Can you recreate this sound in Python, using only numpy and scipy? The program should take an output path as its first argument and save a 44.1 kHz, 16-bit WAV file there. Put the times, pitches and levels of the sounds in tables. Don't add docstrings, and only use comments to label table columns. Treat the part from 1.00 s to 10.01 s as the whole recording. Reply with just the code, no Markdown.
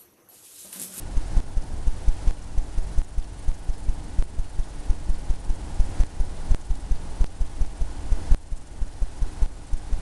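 import sys
import numpy as np
from scipy import signal
from scipy.fft import rfft, irfft
from scipy.io import wavfile
from scipy.ndimage import uniform_filter1d

SR = 44100
rng = np.random.default_rng(int(sys.argv[2]) if len(sys.argv) > 2 else 0)


def gain_from_db(level_db):
    decades = np.asarray(level_db, float) / 20
    return 10 ** decades


def put_to_file(sound):
    columns = np.atleast_2d(sound).T
    safe = np.clip(columns, -1, 1)
    whole_steps = np.round(safe * 32767)
    wavfile.write(sys.argv[1], SR, whole_steps.astype(np.int16))


N = 397341
T = np.arange(N) / SR

# start_s, first_db, last_db, overshoot_db
GAIN_RAMPS = [(0.0, 1.3, 4.7, 0), (0.4036, -1.9, 4.0, -1.1), (1.3092, -1.9, 1.9, 0.5),
              (2.0174, -4.4, 0.5, -1.1), (2.5166, -2.0, 0.8, -0.9), (3.2248, -3.8, 2.1, -2.9),
              (3.933, -0.1, 1.6, -1.1), (4.3394, -1.6, 5.8, 0.8), (5.036, -1.4, 3.6, 0.7),
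              (5.5468, -2.2, 2.6, -3.3), (6.2434, -2.4, 0.9, -3.4), (6.6498, -1.2, 4.9, -0.6),
              (7.3463, -7.4, 2.8, -1.7), (8.4609, -4.0, 1.6, -2)]
# freq_hz, density_db_per_hz
ROOM_SPECTRUM = [(3, -57.5), (18, -43.5), (35, -59), (60, -57), (110, -68.5), (160, -71), (300, -75),
                 (500, -79), (850, -77.5), (1150, -86.5), (1900, -89.5), (2400, -92.5), (5000, -94),
                 (11000, -99)]
# freq_hz, level_db
MOTOR_TONES = [(44.1, -42), (88.2, -48), (132.2, -58), (178.7, -62), (264.1, -64), (287, -64), (300.1, -58),
               (327.7, -69), (368.8, -67), (819.6, -68), (860.7, -69), (983.5, -75), (1080, -76),
               (1147.3, -77), (1450.5, -76), (1475, -69), (1638.9, -72), (1803.1, -77), (1966.9, -79)]
# freq_hz, density_db_per_hz
HISS_SPECTRUM = [(300, -105), (1200, -92.5), (2500, -92.5), (4000, -95.5), (7000, -91.5), (9500, -89.5),
                 (12000, -94.5)]
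# freq_hz, level_db
CLOCK_TONES = [(2900.6, -76), (4200, -74), (4341, -79), (4800, -79), (5600, -81), (7400, -77), (7758, -79),
               (8400, -80), (9600.1, -67), (10800, -75), (11250.1, -75)]
# freq_hz, gain_db
CONVERTER_EDGE = [(9300, -0.5), (10300, -1.5), (11000, -9.5), (11800, -17), (12400, -31), (13000, -70)]
# start_s, push_db, rebound_share, hold_ms
FIRST_THUMPS = [(0.1668, -6.5, .21, 15), (0.8699, -4.3, .25, 23), (1.576, -3.9, .21, 17),
                (2.479, -4.8, .28, 21), (3.186, -3.9, .28, 23), (3.8967, -5.4, .14, 41),
                (4.7968, -4.9, .2, 17), (5.507, -5.0, .28, 23), (6.2065, -5.1, .3, 25),
                (7.1178, -5.9, .2, 19), (7.8164, -4.7, .18, 18), (8.7288, -5.7, .27, 13)]
# start_s, push_db, rebound_share, hold_ms
NEXT_THUMPS = [(0.3665, -6.5, .44, 4), (0.5686, -4.8, .2, 22), (1.0785, -4.3, .31, 14),
               (1.2724, -5.6, .21, 22), (1.776, -6.7, .28, 21), (1.9781, -4.3, .22, 16),
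               (2.1779, -4.3, .3, 10), (2.689, -6.5, .28, 22), (2.885, -4.2, .29, 6),
               (3.3856, -5.4, .42, 10), (3.5883, -5.6, .3, 9), (4.0924, -6.1, .35, 25),
               (4.2973, -6.0, .24, 24), (4.4936, -6.2, .31, 11), (4.9986, -6.9, .35, 7),
               (5.1995, -5.1, .27, 19), (5.7021, -4.8, .31, 9), (5.9097, -4.7, .21, 24),
               (6.4078, -5.3, .29, 13), (6.6089, -4.7, .2, 29), (6.8102, -6.3, .4, 3),
               (7.3111, -4.0, .38, 4), (7.5205, -5.7, .22, 21), (8.0183, -4.9, .25, 9),
               (8.2183, -6.7, .4, 5), (8.4197, -5.0, .27, 15), (8.925, -7.3, .31, 9)]
# freq_hz, density_db_per_hz
RASP_SPECTRUM = [(150, -78), (350, -74.5), (600, -70), (1200, -82), (3000, -89), (5000, -94),
                 (8000, -89), (11000, -94.5)]
# centre_s, level_db, centre_hz,
# half_length_ms
LISTED_RUSTLES = [(0.624, -56, 5700, 3.5), (1.425, -58, 6100, 4.3), (1.444, -58, 7500, 3),
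                  (2.035, -57, 9600, 3.3), (2.226, -56, 3700, 2.4), (2.244, -57, 5570, 2.3),
                  (2.387, -60, 9000, 3.2), (2.398, -57, 9200, 3.2), (2.427, -57, 8600, 2.2),
                  (2.782, -57, 8950, 3.2), (3.237, -57, 8850, 6.8), (3.446, -59, 2500, 6),
                  (3.643, -58, 4800, 3), (3.804, -57, 8800, 3.2), (4.403, -58, 9500, 3.8),
                  (4.449, -56, 5400, 2.2), (5.066, -55, 6600, 2), (5.56, -58, 8000, 6),
                  (5.615, -58, 7000, 6), (5.756, -56, 7600, 2.3), (5.808, -59, 8600, 4.9),
                  (5.96, -59, 4500, 6), (6.265, -55, 5000, 5.9), (6.465, -59, 7900, 4.4),
                  (6.779, -56, 8700, 2.5), (7.374, -57, 8800, 2.1), (7.571, -58, 7800, 11.8),
                  (7.674, -60, 7200, 4.9), (7.88, -59, 6450, 2.9), (8.78, -60, 7900, 7),
                  (1.291, -60, 2400, 5), (2.047, -57, 7000, 3), (2.09, -59, 8800, 3), (2.2, -59, 5000, 3),
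                   (2.247, -58, 2600, 2.5), (2.545, -58, 6500, 5), (2.74, -59, 4500, 8),
                   (2.84, -59, 8500, 5), (3.635, -57, 3900, 2), (4.15, -59, 4000, 8), (4.195, -59, 5200, 3),
                   (4.36, -59, 4800, 3), (4.56, -59, 6500, 3), (4.801, -57, 2600, 2), (5.655, -59, 8000, 4),
                   (5.755, -59, 4450, 4), (6.664, -56, 6500, 2.7), (8.672, -59, 8200, 4.8),
                   (8.731, -60, 3050, 2.3)]

GAIN_BLOCK_SAMPLES, GAIN_BLOCK_OFFSET_SAMPLES, GAIN_SETTLE_S = 512, 391, .04
FRAME_HZ, READ_FROM_CYCLE, READ_TO_CYCLE = 19.866, .16, .755
PUSH_S, REBOUND_FADE_MS, WHINE_DB = .01005, 18, -46.9
THUMP_RUSTLE_LATE_S, THUMP_RUSTLE_DB, THUMP_RUSTLE_MS = .006, -60.5, 4.6


def read(points, hz):
    f, value = np.transpose(points)
    return np.interp(np.log(hz + 1), np.log(f + 1), value)


def lag(x, ms):
    r = np.exp(-1000 / (SR * ms))
    return signal.lfilter([1 - r], [1, -r], x)


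def coloured(points):
    hz = np.fft.rfftfreq(N, 1 / SR)
    spectrum = rfft(rng.standard_normal(N)) * gain_from_db(read(points, hz))
    return irfft(spectrum * np.sqrt(SR / 2), N)


def tones(table, waver_db):
    out = np.zeros(N)
    knots_s = np.linspace(0, T[-1], 40)
    for hz, db in table:
        level = np.interp(T, knots_s, gain_from_db(db + waver_db * rng.standard_normal(40)))
        out += np.sqrt(2) * level * np.sin(2 * np.pi * (hz * T + rng.random()))
    return out


def lumps(depth_db, per_s):
    knots_s = np.arange(0, N / SR + 1, 1 / per_s)
    return gain_from_db(depth_db * np.interp(T, knots_s, rng.standard_normal(len(knots_s))))


def puffs(rows):
    out = np.zeros(N + 1400)
    t = np.arange(-700, 700) / SR
    for s, db, hz, width_hz, ms, glide in rows:
        smear_hz = max(width_hz - abs(glide) * ms, 300)
        noise = rng.standard_normal(1400) + 1j * rng.standard_normal(1400)
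        noise = lag(noise, 1000 / (np.pi * smear_hz))
        carrier = np.exp(2j * np.pi * (hz * t + 500 * glide * t ** 2))
        puff = (noise * carrier).real * np.exp(-(1000 * t / ms) ** 2)
        level = gain_from_db(db - read(CONVERTER_EDGE, hz))
        puff *= level * np.sqrt(1.05 * ms * SR / 1000 / np.sum(puff ** 2))
        out[round(s * SR):][:1400] += puff
    return out[700:N + 700]


def gain_db():
    start_s, first_db, last_db, over_db = np.transpose(GAIN_RAMPS)
    block = (np.arange(N) - GAIN_BLOCK_OFFSET_SAMPLES) // GAIN_BLOCK_SAMPLES
    held_s = ((block + .5) * GAIN_BLOCK_SAMPLES + GAIN_BLOCK_OFFSET_SAMPLES) / SR
    k = np.maximum(np.searchsorted(start_s, held_s) - 1, 0)
    since_s = held_s - start_s[k]
    length_s = np.diff(np.append(start_s, N / SR))
    ramp_db = first_db[k] + (last_db - first_db)[k] * since_s / length_s[k]
    return ramp_db + over_db[k] * np.exp(-since_s / GAIN_SETTLE_S)


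def room(busy):
    air = coloured(ROOM_SPECTRUM)
    low = lag(air, .42)
    air = air - low + low * lumps(2.6, 12)
    return air - .6 * busy * lag(air, 3)


def motors():
    return gain_from_db(.43) * tones(MOTOR_TONES, 1.86)


def readout():
    phase = T * FRAME_HZ % 1
    return lag(1. * (phase > READ_FROM_CYCLE) * (phase < READ_TO_CYCLE), .43)


def supply_step(gate):
    return gain_from_db(-39) * (gate - lag(gate, 19))


def circuit(gate):
    hiss = coloured(HISS_SPECTRUM) * gain_from_db(-4 * (2 - gate))
    clocks = gain_from_db(1.0) * gate * tones(CLOCK_TONES, 1.5)
    return (hiss + clocks) / gain_from_db(gain_db()) ** .56


def streaks(gate):
    u = rng.random((520, 5))
    rows = np.c_[u[:, 0] * T[-1],
                 -65 + 7 * u[:, 1],
                 2200 + 8300 * u[:, 2] ** .75,
                 300 + 500 * u[:, 4],
                 1.2 + 2.5 * u[:, 4],
                 1500 * (u[:, 3] - .65)]
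    return gate * puffs(rows) / gain_from_db(gain_db())


def thumps():
    drive, whine, fizz, busy = np.zeros((4, N + 9000))
    t = np.arange(9000) / SR
    for s, db, rebound, hold_ms in FIRST_THUMPS + NEXT_THUMPS:
        at = slice(round(s * SR), round(s * SR) + len(t))
        fading_s = np.maximum(t - PUSH_S - hold_ms / 1000, 0)
        after = rebound * np.exp(-fading_s * 1000 / REBOUND_FADE_MS)
        pull = .5 * (t / PUSH_S) ** 3 - 1
        drive[at] += gain_from_db(db) * np.where(t < PUSH_S, pull, after)
        hz = 6260 - 900 * np.exp(-t / .0042) + rng.normal(0, 40)
        swell_s = np.where(t < PUSH_S - .0015, .0042, .0028)
        swell = np.exp(-((t - PUSH_S + .00063) / swell_s) ** 2)
        swell *= 1 + 2.6 * lag(rng.standard_normal(len(t)), .2)
        whine[at] += gain_from_db(WHINE_DB) * swell * np.sin(2 * np.pi * np.cumsum(hz) / SR)
        fizz[at] += .8 * np.exp(-((t - .55 * PUSH_S) / .008) ** 2)
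        busy[at] += t < .045
    body = 1.04 * lag(lag(drive, 7), .3)
    rasp = fizz[:N] * coloured(RASP_SPECTRUM)
    return (body + whine)[:N] + rasp, uniform_filter1d(busy[:N], 600)


def rustles():
    s, db, hz, ms = np.transpose(LISTED_RUSTLES)
    listed = np.c_[s, db, hz, 500 + 180 * ms, ms, rng.normal(-20, 110, len(s))]
    s = np.transpose(FIRST_THUMPS + NEXT_THUMPS)[0] + THUMP_RUSTLE_LATE_S
    u = rng.random((len(s), 3))
    wide = u[:, 0] < .2
    stirred = np.c_[s,
                    THUMP_RUSTLE_DB - 6 * u[:, 1] ** 2,
                    9500 - 2300 * wide,
                    1100 + 1800 * wide,
                    THUMP_RUSTLE_MS * (.6 + .8 * u[:, 2]),
                    -60 - 120 * wide]
    u = rng.random((70, 4))
    high = np.c_[u[:, 0] * T[-1],
                 -59 - 14 * u[:, 1],
                 10100 + 1750 * u[:, 1],
                 900 - 300 * u[:, 1],
                 1.7 + 1.8 * u[:, 2],
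                 150 * (u[:, 3] - .45)]
    return gain_from_db(6.5) * puffs(np.vstack([listed, stirred, high])) / gain_from_db(gain_db())


def scene():
    gate = readout()
    blows, busy = thumps()
    electronics = supply_step(gate) + circuit(gate) + streaks(gate)
    dc_offset = .0045
    return (blows + rustles() + room(busy) + motors() + electronics + dc_offset)[None]


def top_cut(x):
    return signal.sosfilt(signal.butter(12, 12330, fs=SR, output="sos"), x)


def record(dry):
    hz = np.linspace(0, SR / 2, 1025)
    taps = signal.firwin2(401, hz, gain_from_db(read(CONVERTER_EDGE, hz)), fs=SR)
    mix = signal.oaconvolve(dry * gain_from_db(gain_db()), taps[None], "same")
    return top_cut(mix)


dry = scene()
out = record(dry)
put_to_file(out)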